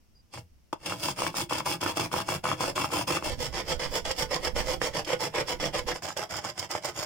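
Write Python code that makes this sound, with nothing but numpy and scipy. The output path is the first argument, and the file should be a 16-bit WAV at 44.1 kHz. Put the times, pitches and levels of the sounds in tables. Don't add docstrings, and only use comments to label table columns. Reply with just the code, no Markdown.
import sys
import numpy as np
from scipy import signal
from scipy.fft import rfft, irfft
from scipy.io import wavfile
from scipy.ndimage import uniform_filter1d

SR = 44100
rng = np.random.default_rng(int(sys.argv[2]) if len(sys.argv) > 2 else 0)


def unload_wav(signal):
    wavfile.write(
        sys.argv[1],
        SR,
        np.round(np.clip(np.atleast_2d(signal).T, -1, 1) * 32767).astype(np.int16),
    )


N = 310905

# full contact from and until in seconds, rise time in seconds,
# rasp and hiss in dB before the colour and trim of the place.
STROKES = [(0.337, 0.388, .025, -48, -45.5), (0.865, 0.933, 0.058, -38, -39),
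           (1.044, 1.109, 0.096, -37.5, -33.5), (1.186, 1.279, 0.034, -35.5, -36),
           (1.371, 1.427, 0.043, -35, -33), (1.499, 1.598, 0.0099, -37, -38),
           (1.661, 1.746, .018, -34, -34), (1.815, 1.908, 0.015, -35, -36), (1.969, 2.058, 0.027, -34, -36),
           (2.126, 2.211, 0.02, -35, -35.5), (2.287, 2.363, 0.031, -34, -35.5),
           (2.442, 2.529, 0.01, -33, -37.7), (2.609, 2.702, 0.042, -33, -35.5),
           (2.757, 2.854, 0.0076, -34.5, -35.5), (2.932, 3.021, 0.048, -32, -34.5),
           (3.075, 3.17, 0.0081, -32.5, -34), (3.247, 3.332, 0.037, -35.5, -37),
           (3.405, 3.465, 0.031, -34.5, -34), (3.54, 3.602, 0.027, -33, -36.5),
           (3.693, 3.728, 0.046, -28.5, -33), (3.796, 3.859, 0.01, -33, -36),
           (3.951, 3.976, 0.058, -27.5, -31), (4.052, 4.107, 0.013, -32.5, -35.5),
           (4.187, 4.229, 0.036, -29, -31), (4.312, 4.36, 0.023, -29.5, -35),
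           (4.449, 4.476, 0.054, -28.5, -33), (4.559, 4.608, 0.013, -30, -34),
           (4.688, 4.737, 0.073, -30.5, -33.5), (4.818, 4.87, .016, -30.5, -33),
           (4.952, 4.993, 0.037, -28.5, -34.5), (5.079, 5.136, 0.026, -29, -35.5),
           (5.21, 5.261, .024, -29.3, -33.5), (5.351, 5.407, 0.026, -27, -35.5),
           (5.483, 5.525, 0.024, -28.5, -34), (5.603, 5.668, .015, -30, -35.5),
           (5.742, 5.79, 0.02, -28.5, -35), (5.874, 5.915, 0.016, -30, -34),
           (5.95, 5.969, 0.0072, -37.5, -42.5), (6.023, 6.111, 0.004, -36, -40),
           (6.168, 6.237, 0.011, -32.5, -40), (6.304, 6.391, 0.018, -35, -40.5),
           (6.441, 6.5, 0.022, -35, -40.5), (6.58, 6.646, 0.029, -36.5, -41.5),
           (6.703, 6.776, .013, -34, -41), (6.839, 6.896, .021, -34, -39.5),
           (6.977, 7.036, 0.047, -33, -38)]
# time in seconds, relative peak in dB, pitch in Hz.
KNOCKS = [(0.3399, -35, 2000), (0.3753, -32, 1640), (0.7277, -23.5, 1230), (0.731, -21.5, 980),
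          (1.0857, -19, 1000), (1.19, -22, 1170), (1.22, -17.5, 1140), (1.266, -16.5, 1630),
          (1.343, -25.5, 1250), (1.5098, -20.5, 1070), (1.524, -16, 1190), (1.6046, -19, 1130),
          (1.6628, -21.3, 1000), (1.668, -20.5, 1070), (1.8294, -19.5, 1430), (1.8623, -19, 1330),
          (1.995, -20, 1020), (2.116, -27, 1270), (2.1403, -17.5, 1060), (2.2032, -22.5, 1120),
          (2.288, -19, 1130), (2.4545, -14.5, 1240), (2.5155, -14, 1270), (2.6064, -21, 1000),
          (2.7788, -17, 1210), (2.8437, -17.5, 1200), (2.904, -32, 1090), (2.938, -22, 1110),
          (3.1049, -16, 1240), (3.1708, -16, 1170), (3.2246, -23.5, 1140), (3.863, -23, 1080),
          (4.1102, -18.5, 1000), (4.471, -13, 1630), (4.5636, -12.5, 1450), (4.685, -17.5, 1240),
          (4.816, -7, 1750), (4.9364, -30, 1950), (5.3417, -20, 1120), (5.4001, -21, 940),
          (5.917, -12.5, 1580), (6.024, -32, 1710), (6.1043, -22, 1260), (6.342, -21, 1360),
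          (6.7521, -16, 1090)]
# time in seconds, relative level in dB.
CHIPS = [(.3381, -39.5), (.385, -50), (0.7284, -33), (0.8598, -25), (1.496, -32), (1.5316, -24.5),
         (1.5827, -25.5), (1.724, -25.5), (1.8141, -27), (1.997, -24), (3.0206, -38), (4.1126, -20.5),
         (4.343, -22.5), (4.4484, -24), (5.0476, -30), (5.4923, -26), (6.1725, -27.5), (6.3662, -27),
         (6.5932, -22.5), (6.712, -25), (6.846, -25.5), (6.855, -23.5)]
# time in seconds, level in dB, pitch in Hz, t60 in seconds.
BUMP = [(0.39, -36, 122, 0.097), (.43, -45.5, 85, .2)]
# frequency in Hz, relative gain in dB.
ABOVE_SLOPE = [(90, -9), (150, -1.3), (230, -9.5), (500, 1.5), (1000, 0.35), (1600, -8.5), (3000, -13),
               (6000, -20.5), (10000, -25), (15600, -27)]
# frequency in Hz, width in Hz, left and right gain in dB.
ABOVE_MODES = [(293, 190, 10.5, 8), (427, 112, -12.5, -3), (740, 42, -2, -21.5), (1130, 740, 1.5, -5.5),
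               (1370, 270, -2, 5.5), (1925, 75, -1.5, -7), (2235, 130, 9.5, 6), (2770, 450, 10, 8),
               (2950, 220, -6.5, -20), (3390, 260, 2.5, 3), (4660, 800, 4.5, 2.1), (6140, 340, 11, 3.5),
               (6920, 260, -2.1, 3.5), (8900, 790, 3.5, 5.5), (10370, 460, 8, 2), (13100, 4100, -0.5, -3)]
# frequency in Hz, relative gain in dB.
ACROSS_SLOPE = [(90, -15.5), (150, 0), (230, -13), (500, 2), (1000, -7), (1600, -9), (3000, -10.5),
                (6000, -13), (10000, -27), (15600, -30.5)]
# frequency in Hz, width in Hz, left and right gain in dB.
ACROSS_MODES = [(314, 88, 6, -0.5), (405, 41, -1.5, -1.5), (511, 60, 3, 6), (690, 14, -13, -3.5),
                (943, 130, 4.5, 6.5), (1417, 39, -8, -18), (1470, 50, 4.5, 16.5), (1500, 62, -3, -18),
                (2070, 490, 6.5, 6), (2560, 120, -4, -2.5), (3320, 600, -1, 4.5), (3950, 170, 12, 2),
                (4240, 160, -6, -3), (4510, 210, 8, 3.5), (8660, 435, -1, 4), (10600, 2200, 2, 4.5)]
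# frequency in Hz, relative gain in dB.
FRONT_SLOPE = [(90, 6.5), (150, -1.5), (230, -2), (500, -2), (1000, -3), (1600, -4), (3000, -5.5),
               (6000, -8), (10000, -15.5), (15600, -18.5)]
# frequency in Hz, width in Hz, left and right gain in dB.
FRONT_MODES = [(270, 52, -4.5, -2), (480, 100, -4.5, 2.5), (616, 88, 7.5, 6), (764, 125, 7.5, 4.5),
               (915, 120, -0.5, 2.5), (1400, 61, -6, 0), (1845, 100, -14, -2.5), (2000, 220, 6.5, 1.5),
               (2520, 310, -4, -6), (3060, 730, -7.5, 0.5), (4270, 92, -4, -4), (4970, 300, 1, 6.5),
               (5851, 180, -5, 9), (6830, 340, 8.5, 4.5), (8600, 580, 2, 4), (12600, 950, 3, 5)]
MOVES_S = (3.3, 5.94)
# frequency in Hz, left and right gain in dB.
PORTS = [(100, -4.5, -0.4), (1000, -0.84, 1.8), (2240, -0.5, 0.4), (3390, 4, 2.5), (3800, -17.5, -4.5),
         (4770, -1, 3.5), (5260, -3, 11), (6150, -9, -2.5), (6730, 2.5, 3.5), (9050, 6, -6),
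         (10400, -2.5, -2), (11800, -3.5, -3.5), (15000, -5.5, 6.5), (15800, -12, 0)]
# frequency in Hz, left-right correlation (no unit).
LIKENESS = [(150, 0.99), (550, 1), (1100, 0.7), (2000, 0.41), (3200, 0.072), (6000, -0.062),
            (15000, -0.093)]
# steady level of a firm stroke in dB, t60 in seconds.
SHUDDER = [(-41, 0.18), (-46.5, 0.48), (-53.5, 0.65)]
# frequency in Hz, relative gain in dB.
SHUDDER_COLOUR = [(30, -66), (60, -12), (90, 1.5), (140, 4), (190, -0.5), (280, -22), (800, -35)]
# time in seconds, relative level in dB.
DRAUGHT = [(0, -68), (.3, -70), (1.05, -65), (1.25, -59), (1.6, -66), (2.55, -59), (3.18, -65),
           (3.31, -37.5), (3.5, -44.5), (4.05, -44.5), (4.35, -46), (4.62, -41), (5.25, -61), (5.45, -47),
           (5.9, -43), (5.99, -69), (6.87, -79), (7.05, -60)]
# frequency in Hz, relative gain in dB.
DRAUGHT_COLOUR = [(12, -6), (25, -4.5), (45, -9), (70, -4), (120, -29.5), (250, -20), (800, -62)]
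# frequency in Hz, relative gain in dB.
AIR_COLOUR = [(24, -18.5), (40, -13.5), (60, -22), (71, -11), (461, -28.5), (1640, -37.5), (2840, -36),
              (3930, -42), (5440, -34.5), (7160, -42.5), (15500, -46)]
# spread of coarse and of fine grains in dB, judder in dB.
TEXTURE = [(1.5, 4, 2.5), (3, 1, 2), (3, 5.5, 3.5)]
# middle in seconds, half length in seconds, pitch in Hz, level in dB.
WHISTLES = [(.168, .016, 4860, -61), (0.202, .012, 4850, -62)]
# fall time in seconds, easing of pressure in dB, harshness in dB.
PUSH = [(.036, 3.5, -3.5), (.047, .5, -3), (.038, 1, 1)]
# fall time in seconds, easing of pressure in dB, harshness in dB.
PULL = [(.038, 0.18, -0.96), (.042, -2, -1.2), (.042, 2, 1.8)]
RIDGE_OVER_RASP_DB = [11.5, -2, 7]

RIDGE_HZ, RIDGE_SPREAD_OCTAVES = 1130, 0.27
AIR_DB = -68.5
CUTOFF_HZ, GRIT_SPLIT_HZ = 15950, 3000
EDGE_DB = 25.5
SHUDDER_FOLLOWS = 0.3
FIRM_RASP_DB = -32.5
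TIME_S = np.arange(N) / SR
HZ = np.maximum(np.fft.rfftfreq(8192, 1 / SR), 1)


def from_db(db):
    return 10 ** (np.asarray(db) / 20)


def rms_one(x):
    return x / np.sqrt(np.mean(x ** 2) + 1e-20)


def in_time(rows):
    return np.interp(TIME_S, *np.transpose(rows))


def over_hz(points, axis=1):
    points = np.array(points)
    return np.interp(np.log(HZ), np.log(points[:, 0]), points[:, axis])


def colour(x, gain):
    cepstrum = irfft(np.log(np.atleast_2d(gain) + 1e-6))
    half = len(HZ) - 1
    cepstrum[:, 1:half] *= 2
    cepstrum[:, half + 1:] = 0
    response = irfft(np.exp(rfft(cepstrum)))[:, :half]
    return signal.fftconvolve(np.atleast_2d(x), response, axes=1)[:, :N]


def drift(rate_hz):
    r = np.exp(-2 * np.pi * rate_hz / SR)
    settled = signal.lfilter([1], [1, -2 * r, r * r], rng.standard_normal(N + SR))[SR:]
    return rms_one(settled)


def add(track, start_s, sound):
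    start = max(round(start_s * SR), 0)
    track[..., start:start + sound.shape[-1]] += sound[..., :N - start]


def ping(hz, t60_s):
    t = TIME_S[:SR // 4]
    return np.sin(2 * np.pi * hz * t) * from_db(-60 * t / t60_s)


def noise(spectrum, side_db):
    mid, side = rms_one(colour(rng.standard_normal((2, N)), from_db(over_hz(spectrum))))
    return mid + from_db(side_db) * side * np.array([[1], [-1]])


def place():
    return np.searchsorted(MOVES_S, TIME_S)


def still_air():
    return from_db(AIR_DB) * noise(AIR_COLOUR, side_db=-1)


def thin_whistle(waver_hz):
    out = np.zeros(N)
    for middle_s, half_s, hz, level_db in WHISTLES:
        phase = 2 * np.pi * np.cumsum(hz + waver_hz * drift(rate_hz=60)) / SR
        swell = np.exp(-((TIME_S - middle_s) / half_s) ** 4)
        out += from_db(level_db) * swell * np.sin(phase)
    return out


def draught(lean_db, gust_db, level_db):
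    lean = from_db((place() == 1) * np.array([[-lean_db], [3.5]]))
    puffs_db = gust_db * np.clip(drift(rate_hz=16.5), -2, 2)
    strength = from_db(in_time(DRAUGHT) + puffs_db + level_db)
    return strength * lean * noise(DRAUGHT_COLOUR, side_db=-2.5)


def motion():
    places = np.searchsorted(MOVES_S, [row[0] for row in STROKES])
    for k, (start_s, end_s, rise_s, rasp_db, hiss_db) in enumerate(STROKES):
        turn = np.count_nonzero(places[:k] == places[k])
        manner = PULL if turn % 2 else PUSH
        fall_s, easing_db, harsh_db = manner[places[k]]
        near = slice(max(int((start_s - 4 * rise_s) * SR), 0), int((end_s + 4 * fall_s) * SR))
        t = TIME_S[near]
        along = np.clip((t - start_s) / (end_s - start_s), 0, 1)
        slowing = np.maximum(start_s - t, 0) / rise_s + np.maximum(t - end_s, 0) / fall_s
        effort_db = -EDGE_DB * slowing - easing_db * (along - .5)
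        yield near, along, effort_db, rasp_db, hiss_db, harsh_db


def slab():
    load = np.zeros(N)
    for near, along, effort_db, rasp_db, hiss_db, harsh_db in motion():
        load[near] += from_db(effort_db + SHUDDER_FOLLOWS * (rasp_db - FIRM_RASP_DB))
    swell, where = 0, place()
    for k, (level_db, t60_s) in enumerate(SHUDDER):
        kept = from_db(-60 / (t60_s * SR))
        lingering = signal.lfilter([1 - kept], [1, -kept], load)
        swell = swell + from_db(level_db) * lingering * (where == k)
    out = swell * noise(SHUDDER_COLOUR, side_db=-16)
    for s, level_db, hz, t60_s in BUMP:
        add(out, s, from_db(level_db) * ping(hz, t60_s))
    return out


def shelter(x, t60_s, wall_hz):
    t = TIME_S[:SR // 2]
    tail = rng.standard_normal((2, len(t))) * from_db(-60 * t / t60_s) * (t > .004)
    tail /= np.sqrt(np.sum(tail ** 2, axis=1, keepdims=True))
    scattered = signal.fftconvolve(x, tail, axes=1)[:, :N]
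    return colour(scattered, 1 / np.sqrt(1 + (HZ / wall_hz) ** 4))


def chips(t60_s, level_db):
    force, t = np.zeros((2, N)), TIME_S[:SR // 20]
    for s, chip_db in CHIPS:
        decay = from_db(chip_db + level_db - 60 * t / t60_s)
        add(force, s, decay * rng.standard_normal((2, len(t))))
    return force


def small_ridges(spread_db):
    rows = []
    chances = rng.random((len(STROKES), 3))
    for (start_s, end_s, rise_s, rasp_db, hiss_db), (when, size, pitch) in zip(STROKES, chances):
        over_rasp_db = RIDGE_OVER_RASP_DB[np.searchsorted(MOVES_S, start_s)]
        peak_db = rasp_db + over_rasp_db + spread_db * (2 * size - 1)
        hz = RIDGE_HZ * 2 ** (RIDGE_SPREAD_OCTAVES * (2 * pitch - 1))
        rows.append((start_s + when * (end_s - start_s), peak_db, hz))
    return rows


def knocks(t60_s, level_db, crack_db, crack_t60_s, side_share):
    force, t = np.zeros((2, N)), TIME_S[:SR // 4]
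    for s, peak_db, hz in KNOCKS + small_ridges(spread_db=6.5):
        crack = from_db(crack_db - 60 * t / crack_t60_s) * rng.standard_normal((2, len(t)))
        mid_side = np.array([[1], [side_share * rng.choice([-1, 1])]])
        blow = ping(hz, t60_s) * mid_side
        add(force, s, from_db(peak_db + level_db) * (blow + crack))
    return force


def contact(lift_db, lead_s, length_s):
    lifted, t = np.zeros(N), np.arange(-SR // 20, SR // 20) / SR
    for s, peak_db, hz in KNOCKS:
        add(lifted, s + t[0], np.exp(-((t + lead_s) / length_s) ** 2))
    return from_db(-lift_db * np.minimum(lifted, 1))


def grit(per_s, spread_db, grip_db):
    caught = rng.random(N) < per_s / SR
    sizes = from_db(spread_db * np.minimum(rng.exponential(1, N), 4) + grip_db)
    force = caught * sizes
    load = np.sqrt(np.maximum(uniform_filter1d(force ** 2, SR // 20), 1e-9))
    return force / load * rng.choice([-1, 1], (2, N))


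def snaps(per_s, above_hz, level_db):
    ticks = (rng.random(N) < per_s / SR) * from_db(6.7 * np.minimum(rng.exponential(1, N), 3))
    bright = 1 / np.sqrt(1 + (above_hz / HZ) ** 6)
    return from_db(level_db) * colour(rms_one(ticks) * rng.choice([-1, 1], (2, N)), bright)


def contact_spot(spot_db, count=130):
    mode_hz = np.geomspace(250, 16000, count)
    weights = np.clip(rng.standard_normal((2, count)), -2, 2)
    return spot_db * np.array([np.interp(HZ, mode_hz, row) for row in weights])


def strokes(coarse, fine, hiss_steepness, spot_db, harsh_hz, harsh_width_hz,
            firm_hiss_db=-36, top_slope=1.0, top_hz=10500):
    rasp, hiss = np.zeros((2, 2, N))
    for near, along, effort_db, rasp_db, hiss_db, harsh_db in motion():
        tone_db = harsh_db * np.exp(-((HZ - harsh_hz) / harsh_width_hz) ** 2)
        tone_db = tone_db + top_slope * (hiss_db - firm_hiss_db) / (1 + (top_hz / HZ) ** 6)
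        rasp_gain = from_db(rasp_db + effort_db)
        hiss_gain = from_db(hiss_db + hiss_steepness * effort_db)
        for share in (1 - along, along):
            tone = from_db(tone_db + contact_spot(spot_db))
            add(rasp, near.start / SR, colour(share * coarse[:, near] * rasp_gain, tone))
            add(hiss, near.start / SR, colour(share * fine[:, near] * hiss_gain, tone))
    return rasp, hiss


def body(coarse, fine, blows, slope, modes, rasp_db, hiss_db):
    db = over_hz(slope) + np.array([over_hz(PORTS, axis=1), over_hz(PORTS, axis=2)])
    for hz, width_hz, left_db, right_db in modes:
        db = db + np.array([[left_db], [right_db]]) / (1 + (2 * (HZ - hz) / width_hz) ** 2)
    gain = from_db(db) / np.sqrt(1 + (130 / HZ) ** 4) * (HZ < 17000)
    low_share = 1 / (1 + (HZ / GRIT_SPLIT_HZ) ** 8)
    low = rms_one(gain * np.sqrt(low_share))
    high = rms_one(gain * np.sqrt(1 - low_share))
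    alike = np.clip(over_hz(LIKENESS), -.98, .98)
    mid_side_gain = np.sqrt([(1 + alike) / 2, (1 - alike) / 2])
    low_force = coarse * from_db(rasp_db) + blows / low.max()
    high_force = fine * from_db(hiss_db)
    out = 0
    for force, response in ((low_force, low), (high_force, high)):
        mid, side = colour(force, mid_side_gain)
        out = out + colour(np.array([mid + side, mid - side]), response)
    return out


def grinding():
    where = place()
    coarse_db, fine_db, judder_db = np.array(TEXTURE)[where].T
    grip_db = judder_db * drift(rate_hz=118)
    fine_grip_db = 0.86 * grip_db + 0.55 * drift(rate_hz=53)
    coarse = grit(per_s=4000, spread_db=coarse_db, grip_db=grip_db)
    fine = grit(per_s=16000, spread_db=fine_db, grip_db=fine_grip_db)
    fine = fine + snaps(per_s=110, above_hz=11000, level_db=-11)
    touching = contact(lift_db=3.5, lead_s=0.0073, length_s=0.0029)
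    rasp, hiss = strokes(coarse * touching, fine * touching, hiss_steepness=1.03, spot_db=4.0,
                         harsh_hz=2350, harsh_width_hz=1840)
    blows = knocks(t60_s=0.0079, level_db=9.0, crack_db=-0.5, crack_t60_s=0.009, side_share=0.82)
    forces = np.array([rasp, hiss + chips(t60_s=0.045, level_db=-3.5), blows])
    above = body(*forces * (where == 0), ABOVE_SLOPE, ABOVE_MODES, rasp_db=1.98, hiss_db=0.65)
    across = body(*forces * (where == 1), ACROSS_SLOPE, ACROSS_MODES, rasp_db=-0.6, hiss_db=-0.54)
    front = body(*forces * (where == 2), FRONT_SLOPE, FRONT_MODES, rasp_db=-4.0, hiss_db=0.35)
    scattered = from_db(-8.5) * above + from_db(-8.0) * across + from_db(-8) * front
    return above + across + front + shelter(scattered, t60_s=0.11, wall_hz=6270)


def scene():
    background = still_air() + thin_whistle(waver_hz=22) + draught(lean_db=12, gust_db=3.5, level_db=1)
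    return background + slab() + grinding()


def record(dry):
    return signal.sosfilt(signal.ellip(12, .1, 80, CUTOFF_HZ, fs=SR, output="sos"), dry)


dry = scene()
out = record(dry)
unload_wav(out)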